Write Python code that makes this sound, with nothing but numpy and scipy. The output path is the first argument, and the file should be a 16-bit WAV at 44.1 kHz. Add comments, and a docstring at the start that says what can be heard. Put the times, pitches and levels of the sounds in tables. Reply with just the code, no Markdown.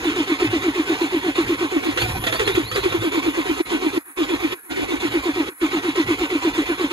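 """Cold diesel V8 on its starter, heard from beside it, the right port first. From the start each compression loads the
ring gear: a groan of falling pitch (swelling tone, overtone ticks) over a rush of streaky noise, pipe hum and hiss.
From 2 to 3 s cylinders catch: decaying noise knocks ring the block, rising sines are the starter whining free.
Then loaded cranking to the end, with a few stray knocks; four times from 3.6 s on the sound below the treble
drops out briefly."""
import sys
import numpy as np
from scipy import signal
from scipy.fft import rfft, irfft, next_fast_len
from scipy.io import wavfile
from scipy.ndimage import uniform_filter1d, map_coordinates

SR = 44100
rng = np.random.default_rng(int(sys.argv[2]) if len(sys.argv) > 2 else 0)


def store_pcm(level_fs):
    """Save levels as 16-bit WAV."""
    pcm = np.round(np.clip(level_fs, -1, 1) * 32767).astype(np.int16)
    wavfile.write(sys.argv[1], SR, np.atleast_2d(pcm).T)


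N = 305172


def amp(db):
    """Gain of a dB value."""
    return 10 ** (np.asarray(db) / 20)


def unit(x):
    """x at rms 1."""
    return x / np.sqrt(np.mean(x ** 2) + 1e-20)


def bump(t, sigma):
    """Gaussian bell of height 1 around t = 0."""
    return np.exp(-.5 * (t / sigma) ** 2)


def along(points, hz):
    """(Hz, value) points interpolated on a log frequency axis."""
    f, v = np.transpose(points)
    return np.interp(np.log(hz + 1), np.log(f + 1), v)


def curves(rows):
    """One value per sample for each column after the time."""
    s, *cols = np.transpose(rows)
    return [np.interp(np.arange(N) / SR, s, c) for c in cols]


def wobble(knots_per_s):
    """Smooth random curve through normal knots."""
    knots = rng.standard_normal(int(N * knots_per_s / SR) + 4)
    return map_coordinates(knots, [np.arange(N) * knots_per_s / SR])


def filtered(x, response):
    """x times a complex response of frequency."""
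    m = next_fast_len(N + SR // 2)
    return irfft(rfft(x, m) * response(np.fft.rfftfreq(m, 1 / SR)), m)[..., :N]


def resonance(hz, centre_hz, width_hz):
    """One causal resonance, gain 1 on top."""
    return 1j * hz * width_hz / (centre_hz ** 2 - hz ** 2 + 1j * hz * width_hz)


def rings(modes, hz):
    """Gain of a set of resonances over a flat base."""
    return 1 + sum(amp(db) * np.abs(resonance(hz, c, w)) ** 2 for c, w, db in modes)


# likeness of the two ports: (frequency [Hz], correlation [-1..1])
PORT_LIKENESS = [(100, 0.96), (330, 1), (700, 0.75), (1500, 0.74), (3000, 0.81), (6000, 0.63), (8800, 1),
                 (11000, 0.62), (14000, 1)]


def noise(gain, patchy_db, size=256):
    """Patchy stereo noise of rms 1, partly shared by the ports; a larger size makes thin, lasting streaks."""
    z = signal.stft(rng.standard_normal((2, N)), nperseg=size)[2]
    field = rng.standard_normal(z.shape[1:])
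    field = uniform_filter1d(uniform_filter1d(field, 2, 0), 4, 1)
    pair = signal.istft(z * amp(patchy_db * unit(field)), nperseg=size)[1][:, :N]

    def mid_side(hz):
        turn = np.arccos(np.clip(along(PORT_LIKENESS, hz), -1, 1)) / 2
        return gain(hz) * [np.cos(turn), np.sin(turn)]

    mid, side = filtered(pair, mid_side)
    return unit(np.array([mid + side, mid - side]))


# compression strokes: (start [s], lull level [dB], rush level [dB], mesh pitch in mid-groan [Hz],
# then the groan, times from the start: onset [ms], steady level [dB], first swell [ms], its level [dB],
# second swell [ms], its level [dB])
STROKES = [(0.03, -29.0, -25.0, 306, 24, -20.0, 28, -15.0, 57, -15.5),
           (0.149, -31.0, -26.5, 315, 15, -22.0, 40, -17.5, 58, -12.5),
           (0.264, -34.0, -26.5, 323, 13, -26.0, 41, -19.0, 59, -12.5),
           (0.382, -37.5, -25, 341, 18, -29, 46, -9.5, 67, -13.5),
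           (0.495, -33.0, -26.5, 335, 37, -19.5, 43, -14.0, 71, -15.0),
           (0.61, -31.5, -27.5, 351, 33, -21.5, 57, -16.0, 76, -12.5),
           (0.732, -33.0, -27.0, 341, 26, -24.5, 50, -18.5, 69, -12.5),
           (0.856, -33.5, -26.0, 333, 41, -17.5, 49, -13.0, 68, -16.0),
           (0.976, -30.5, -26.5, 337, 39, -19.0, 44, -13.5, 68, -15.0),
           (1.095, -32.5, -28.0, 345, 32, -22.5, 54, -14.5, 74, -14.5),
           (1.213, -35.0, -28.5, 348, 31, -23.5, 54, -18.0, 75, -13.0),
           (1.343, -36.5, -26.0, 340, 39, -19.0, 46, -10.5, 67, -15.5),
           (1.46, -32.0, -26.5, 336, 36, -18.0, 46, -12.5, 68, -14.5),
           (1.573, -34.5, -28.0, 349, 39, -21.0, 57, -16.5, 75, -17.0),
           (1.695, -34.0, -28.0, 343, 29, -23.5, 73, -12.5, 85, -19.5),
           (1.819, -34.0, -26.5, 334, 13, -28.5, 53, -19.0, 73, -17.0),
           (1.957, -36, -29, 673, 16, -51, 30, -44, 42, -41),
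           (2.005, -26, -25.5, 742, 14, -45, 20, -30, 57, -30),
           (2.074, -31, -26.5, 689, 5, -47, 10, -42, 25, -37),
           (2.143, -31, -30, 716, 5, -37, 16, -26, 28, -38),
           (2.2, -34, -32.5, 729, 5, -58, 6, -50, 42, -32),
           (2.258, -41, -28, 631, 12, -34, 19, -25.5, 41, -28.5),
           (2.313, -35, -27.5, 633, 10, -39, 18, -36, 39, -28),
           (2.384, -38, -28.5, 385, 13, -29, 20, -18, 38, -20),
           (2.453, -38, -28, 368, 20, -27, 29, -19, 47, -16.5),
           (2.536, -35, -30, 332, 15, -30, 45, -8.5, 66, -17.5),
           (2.66, -33, -35, 381, 12, -45, 47, -41, 69, -37),
           (2.742, -36, -26.5, 372, 19, -29, 23, -23, 41, -18),
           (2.818, -34.5, -28.5, 353, 19, -28, 29, -24, 45, -11),
           (2.911, -32.5, -28.5, 329, 32, -24, 41, -13.5, 54, -21),
           (3.005, -33.0, -27.0, 341, 40, -21.0, 52, -18.5, 71, -16.5),
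           (3.11, -39, -26, 341, 34, -22, 38, -21, 70, -13),
           (3.217, -34.5, -26.5, 337, 47, -17.5, 51, -16.5, 69, -12.5),
           (3.33, -35.0, -27.5, 338, 47, -18.5, 61, -14.5, 75, -20.0),
           (3.445, -33.5, -27.0, 340, 11, -28.5, 56, -15.0, 71, -16.0),
           (3.563, -31, -27.5, 324, 5, -37, 14, -30, 47, -12.5),
           (3.684, -32.5, -27.0, 330, 35, -20.5, 53, -17.0, 67, -14.5),
           (3.804, -35.5, -28.0, 331, 22, -25.0, 47, -20.0, 66, -13.5),
           (3.923, -34, -27.5, 325, 9, -30, 44, -21, 56, -12),
           (4.04, -35, -25.5, 320, 29, -23, 45, -14, 66, -15),
           (4.159, -33.0, -27.0, 323, 30, -21.0, 48, -17.5, 62, -14.5),
           (4.274, -34.0, -27.5, 328, 21, -24.5, 49, -20.0, 66, -14.5),
           (4.39, -33.5, -27.5, 329, 39, -22.0, 45, -20.5, 61, -14.0),
           (4.505, -32.5, -27.5, 335, 29, -27, 48, -21, 68, -22),
           (4.626, -31.5, -27, 335, 29, -26, 48, -19, 68, -21),
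           (4.752, -35, -27.5, 329, 20, -34, 45, -27, 79, -26.5),
           (4.872, -35.0, -28.5, 327, 19, -32.0, 51, -22.5, 70, -18.0),
           (4.992, -37.0, -27.0, 338, 40, -22.0, 44, -18.5, 62, -15.5),
           (5.103, -34.0, -27.0, 342, 38, -19.0, 55, -14.0, 71, -16.0),
           (5.219, -33.5, -28.0, 344, 39, -19.5, 52, -16.0, 75, -14.0),
           (5.335, -34.5, -28.5, 338, 28, -24.0, 49, -19.5, 71, -13.0),
           (5.455, -34, -28, 335, 29, -27, 48, -22, 68, -17),
           (5.571, -29.5, -26.5, 350, 48, -18.5, 63, -12.5, 76, -14),
           (5.699, -32.5, -27.0, 337, 34, -20.5, 51, -17.0, 72, -16.0),
           (5.817, -35.5, -28.5, 339, 28, -22.5, 47, -19.5, 73, -13.0),
           (5.943, -35.5, -26.0, 331, 35, -19.5, 41, -13.0, 60, -11.0),
           (6.056, -35.0, -26.5, 330, 34, -19.5, 53, -12.5, 67, -15.5),
           (6.174, -34.0, -26.5, 335, 38, -20.0, 47, -14.0, 64, -16.5),
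           (6.291, -35.5, -28.0, 332, 23, -23.0, 39, -17.5, 67, -13.0),
           (6.409, -34.5, -26.5, 337, 44, -17.5, 50, -15.0, 68, -12.0),
           (6.528, -34.5, -26.5, 338, 53, -15.5, 62, -11.0, 74, -14.5),
           (6.653, -35.0, -27.0, 336, 39, -20.0, 50, -13.0, 67, -15.5),
           (6.772, -34.5, -27.5, 336, 26, -22.0, 42, -16.0, 74, -14.0),
           (6.893, -35, -25, 287, 5, -45, 21, -26, 27, -48)]
# lull, full, still full, sagged: (share of the stroke [0-1])
RUSH_SHAPE = [0, .15, .42, .74]
RUSH_SAG_DB = 1.1


def stroke_level():
    """Level in dB: each stroke climbs out of a lull, holds and sags into the next."""
    s, lull, rush = np.transpose(STROKES)[:3]
    span = np.diff(s, append=s[-1] + np.median(np.diff(s)))
    times = s[:, None] + span[:, None] * RUSH_SHAPE
    levels = np.stack([lull, rush, rush, rush - RUSH_SAG_DB], axis=1)
    return np.interp(np.arange(N) / SR, times.ravel(), levels.ravel())


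# far hiss of escaping gas before stroke breathing: (time [s], level [dB])
HISS_FLOW = [(0, -50), (1.91, -48.5), (2.02, -42), (2.05, -44.5), (2.23, -40), (2.44, -45), (2.47, -42),
             (2.62, -46), (2.77, -41.5), (2.81, -46), (3.93, -48), (6.92, -49)]
# hiss spectrum: (frequency [Hz], relative level [dB])
GAS_SPECTRUM = [(4000, -28), (7000, -16), (8000, -26), (9500, 14), (11500, 14), (12600, 11), (14000, 0),
                (15200, -72)]


def hiss(stroke_db):
    """Escaping gas: treble noise breathes with the strokes; a narrow band near its top swells faster."""
    flow_db = curves(HISS_FLOW)[0]
    level_db = flow_db + 0.77 * (stroke_db - np.mean(stroke_db))
    sheen_db = flow_db - 11.0 + 0.54 * (flow_db + 58)
    sheen = amp(sheen_db) * noise(lambda hz: resonance(hz, 11180, 840) ** 2, patchy_db=-3)
    gas = noise(lambda hz: amp(along(GAS_SPECTRUM, hz)), patchy_db=4.5, size=512)
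    return amp(level_db + 0.79 * wobble(300)) * gas + sheen


# two lowest pipe modes, then the broad rumble: (centre [Hz], width [Hz])
PIPE_MODES = [(58, 44), (108, 16.4), (150, 160)]
# tailpipe puffs: (time [s], first mode level [dB], second mode level [dB])
PUFFS = [(.01, -45, -48), (.5, -55, -30.5), (.6, -51, -42), (1.46, -53, -35), (1.93, -51, -45),
         (2.04, -31, -31.5), (2.11, -26, -31.5), (2.18, -30, -28.5), (2.25, -44, -38), (2.32, -52, -41),
         (2.41, -44, -38), (2.47, -50, -37.5), (2.55, -39, -35), (2.64, -49, -35.5), (2.74, -47, -36),
         (2.83, -41, -39), (2.92, -50, -37), (3.0, -40, -32.5), (3.27, -52, -65), (5.1, -52, -35),
         (5.2, -49, -56), (6.07, -53, -31), (6.2, -47, -53)]
PUFF_SIGMA_S = 0.022
PIPE_DB = [[-50.5], [-52.5]]  # mean level of each mode between puffs
PIPE_EVEN = 0.36  # steadiness of the second mode's hum, 0-1


def tailpipe():
    """Unburnt gas pulses stir the two lowest modes of the pipe and a broad rumble above them."""
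    low, high, broad = [unit(filtered(rng.standard_normal(N), lambda hz: resonance(hz, c, w) ** 2))
                        for c, w in PIPE_MODES]
    t = np.arange(N) / SR
    envelope = np.abs(signal.hilbert(high, next_fast_len(N))[:N])
    high = unit(high / (envelope + .1) ** PIPE_EVEN)
    gains = amp(PIPE_DB + 2.5 * np.array([wobble(23), wobble(12)]))
    for s, low_db, high_db in PUFFS:
        gains = gains + amp([[low_db], [high_db]]) * bump(t - s, PUFF_SIGMA_S)
    low_gain, high_gain = gains
    return low_gain * low + high_gain * (high + amp(-6) * broad)


# broad engine spectrum: (frequency [Hz], relative level [dB])
BLOCK_SPECTRUM = [(30, -28), (150, -8), (230, -5.5), (330, 7.5), (480, 2.5), (620, -5.5), (1000, -3.5),
                  (1700, -3), (2400, 3), (3300, -4), (4100, -9), (4700, -12.5), (5700, -16), (6500, -14),
                  (8000, -16), (12000, -34)]
# housing resonances: (centre [Hz], width [Hz], level over the flat base [dB])
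HOUSING_MODES = [(300, 84, -1.5), (743.7, 9.7, 10.5), (936, 125, -0.5), (1058, 50, 1.5), (1119, 8, 5.5),
                 (1190, 8.3, -34), (1290, 9.3, 6), (1500, 24, 4.5), (1935, 120, -8.5), (2220, 10, 5),
                 (2400, 7, 2), (3326, 24, 0.5), (3532, 41, 3), (3838, 28, 0), (4137, 32, 4.5)]


def block_colour(hz):
    """The engine's broad spectrum with the housing resonances on top."""
    return amp(along(BLOCK_SPECTRUM, hz)) * rings(HOUSING_MODES, hz)


def clatter(stroke_db):
    """Valve train, gears and gas: streaky ringing noise, roughened by small contacts."""
    rough = amp(0.73 * wobble(40) + 0.78 * wobble(700))
    streaks = noise(block_colour, patchy_db=3.5, size=1024)
    return amp(stroke_db + 1.5) * unit(rough * streaks)


# starter whine while the load is off:
# (start [s], length [s], first pitch [Hz], last pitch [Hz], peak level [dB], peak at [share of the length])
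WHINES = [(2.05, .15, 4670, 5930, -45, .5), (1.97, .085, 3600, 4680, -29, .7),
          (2.32, .07, 4000, 4670, -35, .6), (2.445, .04, 3900, 4280, -33, .45),
          (2.51, .04, 3250, 3880, -33, .6), (2.625, .09, 3200, 4550, -34, .6),
          (2.72, .048, 4380, 4820, -36, .5), (2.8, .05, 3700, 4300, -33, .6),
          (2.89, .04, 3350, 3800, -34, .5), (3.0, .045, 3300, 3800, -35, .45),
          (3.11, .04, 3300, 3750, -35, .45)]
WHINE_BEND = 0.57  # exponent below 1: the spin-up eases off
WHINE_PEAK_SIGMA = 0.42  # share of the length


def whine():
    """The unloaded armature spins up: a thin rising, fluttering whistle."""
    out = np.zeros(N)
    flutter, drift = wobble(90), wobble(500)
    for s, length, first_hz, last_hz, db, peak in WHINES:
        n = np.arange(round(s * SR), round((s + length) * SR))
        u = np.linspace(0, 1, num=len(n))
        hz = first_hz + (last_hz - first_hz) * u ** WHINE_BEND
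        turn = 2 * np.pi * np.cumsum(hz) / SR + 0.7 * drift[n]
        level = amp(db) * bump(u - peak, WHINE_PEAK_SIGMA) * amp(3 * flutter[n])
        out[n] += level * np.sin(turn) * signal.windows.tukey(len(n), .2)
    return out


# combustion knocks: (time [s], relative level [dB], 60 dB decay [s], clank relative to the knock [dB])
KNOCKS = [(0.399, -17, 0.11, -10), (1.355, -18, 0.15, -21), (1.974, -8, 0.2, -3.5), (2.017, -12, 0.11, -3),
          (2.0944, -23, 0.2, -12), (2.2385, -10, 0.1, -11), (2.2674, -8, 0.15, -21), (2.324, -12, 0.28, -5),
          (2.3947, -10, 0.23, -27), (2.475, -7.5, 0.14, -22), (2.55, -11, 0.23, -17),
          (2.7134, -13.5, 0.19, -22), (2.759, -10, 0.16, -27), (2.836, -14.5, 0.33, -33),
          (2.923, -17, 0.11, -15), (3.1194, -35, 0.15, -12), (5.0014, -21, 0.19, -16),
          (5.956, -23, 0.15, -12)]
# what a knock rings: (centre [Hz], width [Hz], level over the flat base [dB])
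LINER_MODES = [(506, 13, 20.5), (1350, 460, 9), (1920, 190, 5), (3440, 530, 5.5)]
# clank the knock rings from the block: (centre [Hz], width [Hz])
CLANK_RING = (2720, 80)


def knocks():
    """A cylinder lights: a sudden bright rattle through the block, at times with a clank."""
    level, t = np.zeros((2, N + SR)), np.arange(SR // 4) / SR
    for s, db, t60, clank_db in KNOCKS:
        shape = amp(db - 8.5 - 60 * t / t60) * (1 - np.exp(-t / 0.0005))
        at = round(s * SR)
        level[:, at:at + len(t)] += shape * amp([[0], [clank_db]])

    def bright(hz):
        tilt_db = along([(200, -7.0), (900, -5.0), (3000, -2.0), (12000, 4.5)], hz)
        return amp(along(BLOCK_SPECTRUM, hz) + tilt_db) * rings(LINER_MODES, hz)

    rattle = amp(0.57 * wobble(300)) * noise(bright, patchy_db=3.5, size=512)
    clank = noise(lambda hz: resonance(hz, *CLANK_RING) ** 2, patchy_db=6)
    return level[0, :N] * rattle + level[1, :N] * clank


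FREE_HZ = 500  # mid-groan pitch from which the engine is pulling
SAG_HZ_PER_S, FREE_SAG_HZ_PER_S = 1800, 1140  # pitch fall under load; with the engine pulling
STALL_HZ = 272.5  # the pitch falls no lower
MID_GROAN_S = .055  # after the start of a stroke
SWELL_SIGMA_S, BITE_SIGMA_S = 0.0046, 0.0018
RING_T60_S, RING_DB = 0.082, 0.5  # ring after the second swell; its start relative to that swell


def groan():
    """Teeth mesh more slowly as the piston nears the top: a falling two-swell tone; ticks ring the housing."""
    tone, ticks = np.zeros((2, N + SR))
    shake, drift = np.pad([wobble(70), wobble(120)], ((0, 0), (0, SR)))
    orders, t = np.arange(2, 14)[:, None], np.arange(SR // 8) / SR
    for s, _, _, mid_hz, onset_ms, body_db, first_ms, first_db, second_ms, second_db in STROKES:
        at = slice(round(s * SR), round(s * SR) + len(t))
        onset, first, second = t - np.array([[onset_ms], [first_ms], [second_ms]]) / 1000

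        body = amp(body_db) * bump(np.minimum(onset, 0), BITE_SIGMA_S)
        ring = amp(second_db + RING_DB - 60 * second / RING_T60_S)
        swells = amp(first_db) * bump(first, SWELL_SIGMA_S) + amp(second_db) * bump(second, SWELL_SIGMA_S)
        level = np.maximum(np.where(second < 0, body, ring), swells)
        level = uniform_filter1d(level, size=100)

        sag = SAG_HZ_PER_S if mid_hz < FREE_HZ else FREE_SAG_HZ_PER_S
        hz = np.maximum(mid_hz - sag * (t - MID_GROAN_S), STALL_HZ)
        turn = 2 * np.pi * np.cumsum(hz) / SR + rng.uniform(0, 2 * np.pi) + 0.14 * drift[at]
        octave = amp(-27.0 + 17 * np.log2(mid_hz / 335))  # a fast mesh rings harder
        mesh = np.sin(turn) + octave * np.sin(2 * turn)
        tone[at] += np.sqrt(2) * level * amp(0.59 * shake[at]) * mesh

        overtones = np.sin(orders * turn + rng.uniform(0, 2 * np.pi, orders.shape))
        overtones = overtones * amp(rng.normal(0, 2.8, orders.shape))
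        ticks[at] += np.sqrt(level) * overtones.sum(axis=0)
    return tone[:N] + amp(-35.0) * unit(filtered(ticks[:N], block_colour))


# dropouts: (start [s], end [s], depth before the band's share [dB])
DROPS = [(3.621, 3.654, 19), (3.989, 4.167, 18), (4.546, 4.702, 17.5), (5.5, 5.607, 19)]
# (frequency [Hz], share of the depth [factor])
DROP_SHARE = [(200, 1.53), (400, 1.6), (900, 1.18), (1600, 0.75), (2500, 1.2), (3000, 1.74), (7600, 0.97),
              (8100, 0)]


def dropouts(x):
    """Everything under the treble sinks for a moment, each band by its own share."""
    hz, t, z = signal.stft(x, SR, nperseg=512, noverlap=384)
    depth_db = np.zeros(len(t))
    for start, end, db in DROPS:
        deepening = 0.73 + (t - start) / 0.17
        edges = np.minimum(t - start, end - t) / 0.02 + .5
        depth_db += db * np.clip(np.minimum(deepening, edges), 0, 1.1)
    gain = amp(-along(DROP_SHARE, hz)[:, None] * depth_db)
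    return signal.istft(z * gain, SR, nperseg=512, noverlap=384)[1][:, :N]


# phase between the ports: (frequency [Hz], left lead [rad])
LEFT_LEAD = [(0, 0), (330, -.9), (600, -1.9), (800, -.9), (1100, -1.2), (1500, -1.9), (2410, -2.7),
             (4480, -7.1), (6290, -11.9), (7060, -12.9), (7750, -15.3), (9470, -16.2), (10400, -18.9),
             (11600, -18.8), (12500, -21.8), (14400, -22.1), (14700, -25.1), (15900, -25.1)]
# level between the ports: (frequency [Hz], left minus right [dB])
LEFT_TILT = [(60, 0.0), (110, 0.0), (200, 0.0), (380, 0.0), (700, -6.0), (1290, -4.0), (2380, -1.0),
             (4400, -2.5), (8120, -0.5), (15000, 0.0)]


def scene():
    """All sources summed; the engine reaches the right port first."""
    stroke_db = stroke_level()
    engine = groan() + whine() + clatter(stroke_db) + knocks() + tailpipe()
    mix = dropouts(engine) + hiss(stroke_db)
    f, lead = np.transpose(LEFT_LEAD)

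    def left(hz):
        return amp(along(LEFT_TILT, hz) / 2) * np.exp(.5j * np.interp(hz, f, lead))

    return filtered(mix, lambda hz: np.array([left(hz), 1 / left(hz)]))


# mono bass, the groan spreads wide as the edge passes:
# (time [s], edge before jitter [Hz], side level under 450 Hz [dB])
MONO_EDGE = [(0, 685, 0), (.7, 597, -21), (1.3, 306, -32), (1.7, 190, -5), (1.85, 170, 7), (2.0, 161, -2),
             (2.6, 110, -1.5), (2.9, 30, 0.5), (4.6, 30, 0), (4.8, 170, 13), (5.1, 222, -4),
             (5.5, 308, -22), (5.8, 520, -5), (6.92, 586, 0)]


def narrowed(x):
    """Left and right become one below a drifting, jittering edge."""
    mid, side = (x[0] + x[1]) / 2, (x[0] - x[1]) / 2
    hz, t, z = signal.stft(side, SR, nperseg=2048, noverlap=1536)
    s, edge_hz, width_db = np.transpose(MONO_EDGE)
    jitter_db = 1.5 * wobble(20)[np.minimum(t * SR, N - 1).astype(int)]
    edge = np.interp(t, s, edge_hz) * amp(jitter_db)
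    width = amp((hz[:, None] < 450) * np.interp(t, s, width_db))
    gain = (hz[:, None] > edge) * width
    side = signal.istft(z * gain, SR, nperseg=2048, noverlap=1536)[1][:N]
    return np.array([mid + side, mid - side])


TOP_HZ = 15750


def record(dry):
    """Narrows the bass and keeps nothing from the band limit up."""
    return filtered(narrowed(dry), lambda hz: hz < TOP_HZ)


dry = scene()
out = record(dry)
store_pcm(out)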